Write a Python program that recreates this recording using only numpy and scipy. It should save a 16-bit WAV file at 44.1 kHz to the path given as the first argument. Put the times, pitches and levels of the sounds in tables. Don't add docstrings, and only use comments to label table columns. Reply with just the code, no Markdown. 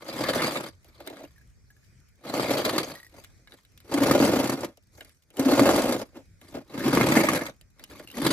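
import sys
import numpy as np
from scipy import signal
from scipy.fft import rfft, irfft, next_fast_len
from scipy.io import wavfile
from scipy.ndimage import uniform_filter1d, map_coordinates

SR = 44100
rng = np.random.default_rng(int(sys.argv[2]) if len(sys.argv) > 2 else 0)


def volts_from_db(level):
    exponent = np.asarray(level, float) / 20
    return 10 ** exponent


def to_wav(sig):
    pcm = np.clip(np.atleast_2d(sig), -1, 1) * 32767
    pcm = np.round(pcm).astype(np.int16)
    wavfile.write(sys.argv[1], SR, pcm.T)


N = 366912


def unit(x):
    return x / np.sqrt(np.mean(np.abs(x) ** 2) + 1e-20)


def along(points, hz):
    f, v = np.transpose(points)
    return np.interp(np.log(hz + 1), np.log(f + 1), v)


def curves(rows):
    s, *columns = np.transpose(rows)
    return [np.interp(np.arange(N) / SR, s, column) for column in columns]


def wobble(rate):
    knots = rng.standard_normal(int(N * rate / SR) + 4)
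    return map_coordinates(knots, [np.arange(N) * rate / SR])


def filtered(x, response):
    m = next_fast_len(N + SR // 2)
    return irfft(rfft(x, m) * response(np.fft.rfftfreq(m, 1 / SR)), m)[..., :N]


def modes(table):
    def response(f):
        total = 0
        for k, (centre, width, db) in enumerate(table):
            resonance = 1j * f * width / (centre * centre - f * f + 1j * f * width)
            total = total + (-1) ** k * volts_from_db(db) * resonance
        return unit(total)
    return response


def patchy(x, depth_db):
    z = signal.stft(x, nperseg=256)[2]
    field = uniform_filter1d(rng.standard_normal(z.shape), size=3, axis=-2)
    field = uniform_filter1d(field, size=18, axis=-1)
    return signal.istft(z * volts_from_db(depth_db * unit(field)), nperseg=256)[1][..., :N]


# pitch_hz [Hz], level_db [relative dB per Hz]
STREET_SPECTRUM = [(15, -43), (25, -5.5), (92, -2.5), (256, -22), (714, -35.5), (988, -39.5), (1520, -33.5),
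                   (2480, -32), (2690, -45), (5570, -35.5), (16000, -52)]
# pitch_hz [Hz], likeness [0-1]
STREET_LIKENESS = [(100, 0.5), (6000, 0.06)]
# start_s [s], level_db [dB]
HUM_DRIFT = [(1, 0.5), (3.5, -4.5), (7.7, 1)]


def street():
    level_db = -59.5
    angle = lambda hz: np.arccos(np.clip(along(STREET_LIKENESS, hz), -1, 1)) / 2
    pair = patchy(rng.standard_normal((2, N)), depth_db=3)
    spectrum = lambda hz: volts_from_db(along(STREET_SPECTRUM, hz)) * [np.cos(angle(hz)), np.sin(angle(hz))]
    mid, side = filtered(pair, spectrum)
    waver_db = 3 * wobble(5)
    both = volts_from_db(level_db + waver_db) * np.array([mid + side, mid - side]) / np.std(mid)
    hum = filtered(both, lambda hz: 1 / (1 + (hz / 300) ** 4))
    return both + (volts_from_db(curves(HUM_DRIFT)[0]) - 1) * hum


def thrum():
    noise = rng.standard_normal((2, N))
    low = filtered(noise, lambda hz: 1 / (1 + (hz / 100) ** 3) * hz / (hz + 60))
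    return volts_from_db(-25.5) * boom_and_steel()[0] * unit(low)


WHEEL_LAG_MS = [.02, .08, .17, .27]


def ports(wheels):
    lag_s = np.array(WHEEL_LAG_MS)[:, None] / 1000
    left = filtered(wheels, lambda hz: np.exp(1j * np.pi * hz * lag_s))
    right = filtered(wheels, lambda hz: np.exp(-1j * np.pi * hz * lag_s))
    return np.array([left.sum(axis=0), right.sum(axis=0)])


# pitch_hz [Hz], t60_s [s]
GAP_T60 = [(200, 0.13), (10000, 0.02)]
# pitch_hz [Hz], level_db [dB]
GAP_SHARE = [(250, -24), (1100, -10), (2500, -3.5), (11000, 0.5)]


def gap(x):
    hz, t, z = signal.stft(rng.standard_normal((len(x), 2, SR // 8)), SR, nperseg=128)
    fading = volts_from_db(-60 * t / along(GAP_T60, hz)[:, None])
    tail = signal.istft(z * fading, SR, nperseg=128)[1]
    tail = tail / np.linalg.norm(tail, axis=-1, keepdims=True)
    wet = signal.fftconvolve(x[:, None], tail, axes=2)[..., :N].sum(axis=0)
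    return filtered(wet, lambda f: volts_from_db(along(GAP_SHARE, f)))


def stones(per_s, spread_db):
    where, size = rng.random((2, len(WHEEL_LAG_MS), N))
    height_db = np.minimum(-spread_db * np.log(size + 1e-9), 1.1 * spread_db)
    return (where < per_s / SR) * volts_from_db(height_db)


def chatter(bumps, t60, rise, steady):
    t = np.arange(SR // 8) / SR
    settling = volts_from_db(-60 * t / t60) * (1 - np.exp(-t / rise))
    shake = signal.fftconvolve(bumps, settling[None], axes=1)[:, :N]
    return (unit(shake) + steady) * rng.standard_normal(bumps.shape)


def bursts(times, peaks_db, t60, rise, push=0):
    out, t = np.zeros((len(WHEEL_LAG_MS), N + SR)), np.arange(SR // 10) / SR
    for k, (s, db) in enumerate(zip(times, peaks_db)):
        envelope = volts_from_db(db - 60 * t / t60) * (1 - np.exp(-t / rise))
        puff = envelope * (push + rng.standard_normal(len(t)))
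        out[k % len(WHEEL_LAG_MS), round(s * SR):][:len(t)] += puff
    return out[:, :N]


def grit():
    grains = stones(per_s=16 / len(WHEEL_LAG_MS), spread_db=-0.5)
    ticks = volts_from_db(-83) * chatter(grains, t60=0.022, rise=.001, steady=0)
    return filtered(ticks, lambda f: 1j * f / (1500 + 1j * f) / (1 + 1j * f / 9000))


# [list of start_s [s], level_db [dB]]
FRAME_SLIPS = [(1724, 0.057, [(1.36, -55), (1.38, -52), (1.412, -54.5), (1.703, -49.5), (1.765, -56.5),
               (1.83, -62)]), (1900, .04, [(2.955, -35.5), (2.97, -43.5), (3.0, -39.5), (3.03, -40.5),
               (3.046, -45), (3.065, -43.5), (8.141, -41.5)]), (2720, .018, [(1.2495, -42), (8.074, -33),
               (8.085, -38), (8.101, -34)])]


def creak():
    rise_s, rough = .0005, .4
    out, t = np.zeros(N + SR), np.arange(SR // 10) / SR
    for hz, t60, rows in FRAME_SLIPS:
        for (s, db), chance in zip(rows, rng.standard_normal(len(rows))):
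            note = np.sin(2 * np.pi * hz * (1 + 0.019 * chance) * t)
            note = note + rough * rng.standard_normal(len(t))
            out[round(s * SR):][:len(t)] += volts_from_db(db - 60 * t / t60) * (1 - np.exp(-t / rise_s)) * note
    return out[:N]


# pitch_hz [Hz], width_hz [Hz], level_db [relative dB]
HOLLOW_MODES = [(275.6, 35, 0)]
BOOM_MODES = [(323.2, 67, -0.88)]
RIB_MODES = [(457.5, 122, -6), (610, 108.7, 4), (678, 211, -1)]
# start_s [s], level_db [dB before the offset of each part],
# thud_db [dB over that level], spot [0 frame to 1 caster]
TAP_EVENTS = [(0.845, -42, -14, 0.58), (1.0036, -35.5, 0, 0.075), (1.0643, -38.5, -1, 0.71),
              (1.0742, -24.5, -7.5, 0.085), (1.1248, -44, 7.5, 0.08), (1.1697, -40, -5, 0.031),
              (1.2491, -41.5, -4, 0.13), (1.1, -36.5, 4.5, 0.36), (1.2044, -42, 5.5, .3),
              (1.2329, -45, 12, .6), (3.1407, -45, 1.5, 0.47), (3.2387, -33.5, -34, 0.4),
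              (3.246, -34, -32, 0.44), (3.4741, -42, -34, 0.024), (3.5214, -41, -14, 0.034),
              (3.6502, -45, -26, 0.27), (3.776, -39, -35, 0.57), (3.8029, -39, -35, 0.35),
              (4.7721, -42, -8, 0.61), (4.9772, -42.5, 0.5, 0.05009), (5.0074, -29, -9.5, 0.14),
              (5.0475, -34.5, -21, 0.13), (5.0939, -40.5, -34, 0.33), (5.3033, -41.5, -14, 0.32),
              (5.3693, -28, -24.5, 0.72), (6.4133, -38.5, -10.5, 0.109), (6.5412, -36, 5.5, 0.13),
              (6.567, -50, 21.5, 0.11), (7.612, -40.5, -24, 0.73), (7.795, -34, -11.5, 0.045),
              (7.8387, -30.5, -31, 0.83), (7.9001, -37.5, -11, 0.26), (7.9962, -33.5, 1, 0.071),
              (8.114, -31.5, -26, 0.58), (8.153, -34.5, -21, .7)]
# pitch_hz [Hz], frame_db [dB when the frame is struck],
# caster_db [dB when a caster is struck], t60_s [s]
TAP_MODES = [(1685, -3, -39, 0.044), (2187, -8.5, -29, 0.067), (2963, -15.5, -8, 0.047),
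             (3750, -1.5, -9, 0.012)]


def taps():
    s, db, thud_db, spot = np.transpose(TAP_EVENTS)
    click = bursts(s, db - 10 + 9 * spot, t60=0.011, rise=0.00011)
    click = filtered(click, lambda f: 1j * f / (900 + 1j * f))
    thud = bursts(s, db + thud_db, t60=0.049, rise=0.0015)
    thud = filtered(thud, modes(HOLLOW_MODES + BOOM_MODES + RIB_MODES))
    ring, t = np.zeros(N + SR), np.arange(SR // 10) / SR
    hz, frame_db, caster_db, t60 = np.transpose(TAP_MODES)
    fading = volts_from_db(-60 * t / t60[:, None]) * np.sin(2 * np.pi * np.outer(hz, t))
    chances = rng.standard_normal((len(s), len(hz)))
    for at, peak_db, share, chance in zip(s, db, spot, chances):
        level = volts_from_db(frame_db + share * (caster_db - frame_db) + 2 * chance)
        ring[round(at * SR):][:len(t)] += volts_from_db(peak_db - 9.0) * (level @ fading)
    click[1] += ring[:N] * (1 + 1.2 * unit(wobble(630)))
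    return click + thud


# start_s [s], length_s [s], level_db [dB of board boom],
# steel_db [dB of steel rattle over the boom]
BOARD_SHIFTS = [(0.857, 0.1, -66, -2), (0.999, 0.24, -48.5, -14), (2.973, 0.049, -65.5, 5.5),
                (3.142, 0.054, -51, -9.5), (3.502, 0.044, -56.5, -4.5), (3.84, 0.031, -64.5, -21),
                (4.623, 0.014, -27.5, -32), (4.941, 0.14, -62, 1), (6.162, 0.016, -43, -34),
                (6.422, 0.086, -58.5, 1.5), (6.55, 0.032, -36.5, -54), (7.785, 0.053, -59, -4.5),
                (7.903, 0.14, -52, -1)]


def shifts():
    rise, sag, boom_fall, steel_fall = 713, 2.5, 407.5, 138.5
    t, boom, steel = np.arange(N) / SR, 0, 0
    for start, length, db, steel_db in BOARD_SHIFTS:
        held_db = db - rise * np.maximum(0, start - t) - sag * np.clip(t - start, 0, length)
        after = np.maximum(0, t - start - length)
        boom = boom + volts_from_db(held_db - boom_fall * after)
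        steel = steel + volts_from_db(held_db + steel_db - steel_fall * after)
    return np.array([boom, steel])


# start_s [s], rise_s [s to full speed], stop_s [s],
# level_db [dB of board boom before the swell], steel_db [dB of steel over the boom before loosening]
ARM_PUSHES = [(.01, 0.39, 0.7, -30.5, -7), (2.226, 0.11, 2.96, -30, -10), (3.883, 0.17, 4.613, -23, -14),
              (5.365, 0.19, 6.04, -22, -13.5), (6.707, 0.16, 7.504, -25.5, -11),
              (8.136, 0.2, 8.74, -25.5, -1.5)]


def pushes():
    db_per_decade, swell_db = 27, 4
    coast_s, halt_s = 0.36, 0.017
    break_speed, halt_speed = 0.082, 0.28
    loosen_db = 3
    creep_db, creep_steel_db, creep_db_per_s = -26, 8, 371
    t, boom, steel = np.arange(N) / SR, 0, 0
    ease = lambda since, length: np.sin(np.pi / 2 * np.clip(since / length, 0, 1))
    for start, rise, stop, db, steel_db in ARM_PUSHES:
        done = np.clip((t - start) / (stop - start), 0, 1)
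        speed = (break_speed + (1 - break_speed) * ease(t - start, rise)) * ease(t - start, halt_s)
        speed = speed * (halt_speed + (1 - halt_speed) * ease(stop - t, coast_s)) * ease(stop - t, halt_s)
        roll = speed ** (db_per_decade / 20) * volts_from_db(db + swell_db * np.sin(np.pi * done))
        outside = np.maximum(0, np.maximum(start - t, t - stop))
        creep = volts_from_db(db + creep_db - creep_db_per_s * outside)
        boom = boom + roll + creep
        steel = steel + volts_from_db(steel_db + loosen_db * (done - 1.5)) * (roll + volts_from_db(creep_steel_db) * creep)
    return np.array([boom, steel])


def boom_and_steel():
    boom, steel = pushes() + shifts() + 1e-9
    return boom, 20 * np.log10(steel / boom)


def rolling():
    boom, steel_db = boom_and_steel()
    bumps = stones(per_s=30, spread_db=6.0)
    snaps = stones(per_s=23, spread_db=6.0)
    wood = volts_from_db(-12.5) * chatter(bumps, t60=0.054, rise=0.0009, steady=0.41)
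    frame = chatter(bumps + 0.66 * snaps, t60=0.021, rise=0.0012, steady=0.13)
    frame = volts_from_db(0.81 * steel_db - 16.5) * patchy(frame, depth_db=5)
    forks = chatter(0.96 * bumps + snaps[::-1], t60=0.027, rise=0.0022, steady=0.14)
    forks = volts_from_db(steel_db - 13.5) * patchy(forks, depth_db=6)
    ticks = chatter(stones(per_s=110, spread_db=5), t60=0.005, rise=0.0001, steady=0)
    ticks = volts_from_db(steel_db - 20) * ticks
    return boom * np.array([wood, frame + ticks, forks + ticks])


# start_s [s], level_db [dB before the offset of each part],
# knock_db [dB of board knock over that level]
STONE_JOLTS = [(0.2367, -21.5, -4), (0.419, -19, -2), (2.3388, -22.5, 3.5), (2.396, -24.5, 7),
               (2.4296, -23.5, 3.5), (2.5346, -22.5, -11.5), (2.601, -26.5, -5), (2.649, -14.5, -4.5),
               (2.6934, -19.5, 0), (2.78, -12, -2.5), (2.83, -25.5, -2.5), (3.9384, -16, -6),
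               (4.0333, -13, -6.5), (4.1113, -11, 4.5), (4.2013, -24, 17), (4.2491, -15, -5.5),
               (4.441, -19, -0.5), (4.4726, -19, -4), (4.495, -16.5, 1.5), (4.606, -26, -4.5),
               (4.6444, -23.5, -4), (5.3938, -17, 3.5), (5.456, -22.5, 5), (5.499, -27.5, 7),
               (5.594, -13, 10.5), (5.62, -21, 10.5), (5.7342, -21, 9.5), (5.7606, -13, -4),
               (5.8175, -18, -24), (5.9228, -15, -1.5), (6.7419, -39, 12), (6.7772, -27.5, 7),
               (6.81, -43, -1), (6.908, -23.5, 5), (6.931, -22.5, 3.5), (6.948, -13, -2.5),
               (6.9726, -19.5, 11), (7.011, -14, 3.5), (7.087, -18, 6.5), (7.12, -15, 1.5),
               (7.153, -17.5, -4), (7.169, -19.5, 5.5), (7.2864, -17, 3), (7.4628, -25, -12.5),
               (8.2652, -5.5, -4)]


def jolts():
    s, db, knock_db = np.transpose(STONE_JOLTS)
    wood = bursts(s, db + knock_db + 0.5, t60=0.0032, rise=0.00023, push=0.52)
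    frame = bursts(s, db - 6.5, t60=0.034, rise=0.0031)
    frame = frame + bursts(s, db + 0.99 * knock_db - 3.0, t60=0.0025, rise=0.0001, push=0.88)
    forks = bursts(s, db - 10.5, t60=0.046, rise=0.00066)
    return np.array([wood, frame, forks])


# start_s [s], level_db [dB before a common gain of 9 dB]
ROAD_DIPS = [(3.94, -16), (4.011, -16.5), (4.214, -18), (5.397, -16.5), (5.459, -11.5), (5.526, -13.5),
             (5.611, -7.5), (6.854, -22.5), (6.928, -17.5), (8.197, -25)]


def dips():
    rise_s, t60_s = .007, .09
    out, t = np.zeros(N + SR), np.arange(SR // 5) / SR
    for (s, db), chance in zip(ROAD_DIPS, rng.standard_normal(len(ROAD_DIPS))):
        note = np.sin(2 * np.pi * HOLLOW_MODES[0][0] * (1 + 0.02 * chance) * t)
        envelope = volts_from_db(db + 9.0 - 60 * t / t60_s) * (1 - np.exp(-t / rise_s))
        out[round(s * SR):][:len(t)] += envelope * note
    return out[:N]


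# start_s [s], lean [rider on the deck, back -1 to forward 1],
# turn [how far the tail is turned to the microphone, 1 most; negative the other way]
LEAN_AND_TURN = [(.4, 0.5, 0.5), (2.6, 0.53, 0.2), (4.25, 0.17, 0.3), (5.7, 0.35, -.4), (6.85, -0.54, 0.87),
                 (7.25, 1, 0.8), (8.25, -0.87, 0.7)]
# [dB per dB of a louder, nearer push]
PART_LEVELS = [(-6.5, -5, 2.5, 0.54), (-8.5, 0, 6.5, 0.095), (-2, 3.5, -3, -0.21), (-2.5, 7, 7.5, -0.35),
               (-4, 1, -3, -1), (-5, 5, -0.5, 0.13)]


def heard_parts():
    start, _, stop, boom_db, _ = np.transpose(ARM_PUSHES)
    near_db, = curves(np.transpose([(start + stop) / 2, boom_db - boom_db.mean()]))
    lean, turn = curves(LEAN_AND_TURN)
    return [db + per_lean * lean + per_turn * turn + per_db * near_db
            for db, per_lean, per_turn, per_db in PART_LEVELS]


# pitch_hz [Hz], width_hz [Hz], level_db [relative dB]
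DECK_MODES = [(138, 33, -4), (198.4, 58, -4)]
FRAME_MODES = [(882, 120, -3), (1204, 240, 1.5), (1703, 170, 0.5), (2200, 290, 0)]
FORK_MODES = [(3076, 190, -1.5), (3770, 1000, -1.5), (4840, 580, -3.5)]
RACE_MODES = [(5940, 1500, 0.22), (7750, 2100, -0.89), (10020, 1300, -0.89), (12040, 560, 1.3)]


def board():
    wood, frame, forks = rolling() + jolts()
    hollow_db, deck_db, ribs_db, frame_db, fork_db, race_db = heard_parts()
    ring = lambda shake, table, db: volts_from_db(db) * filtered(shake, modes(table))
    wheels = ring(frame, FRAME_MODES, frame_db)
    wheels = wheels + ring(forks, FORK_MODES, fork_db) + ring(forks, RACE_MODES, race_db)
    wood = wood.sum(axis=0)
    wheels[1] += ring(wood, DECK_MODES, deck_db) + ring(wood, BOOM_MODES, -2.5)
    wheels[1] += ring(wood, HOLLOW_MODES, hollow_db) + dips() + ring(wood, RIB_MODES, ribs_db)
    return wheels


def scene():
    wheels = board() + taps() + grit()
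    scattered = gap(wheels)
    wheels[1] += creak()
    balance = volts_from_db([[.1], [-.1]])
    return (ports(wheels) + scattered) * balance + thrum() + street()


def low_pass(x):
    return signal.sosfilt(signal.butter(12, 16430, fs=SR, output="sos"), x)


def record(dry):
    response = lambda hz: hz ** 2 / (hz ** 2 + 35 ** 2) / (1 + (hz / 15200) ** 40)
    mix = filtered(dry, response)
    return low_pass(mix)


dry = scene()
out = record(dry)
to_wav(out)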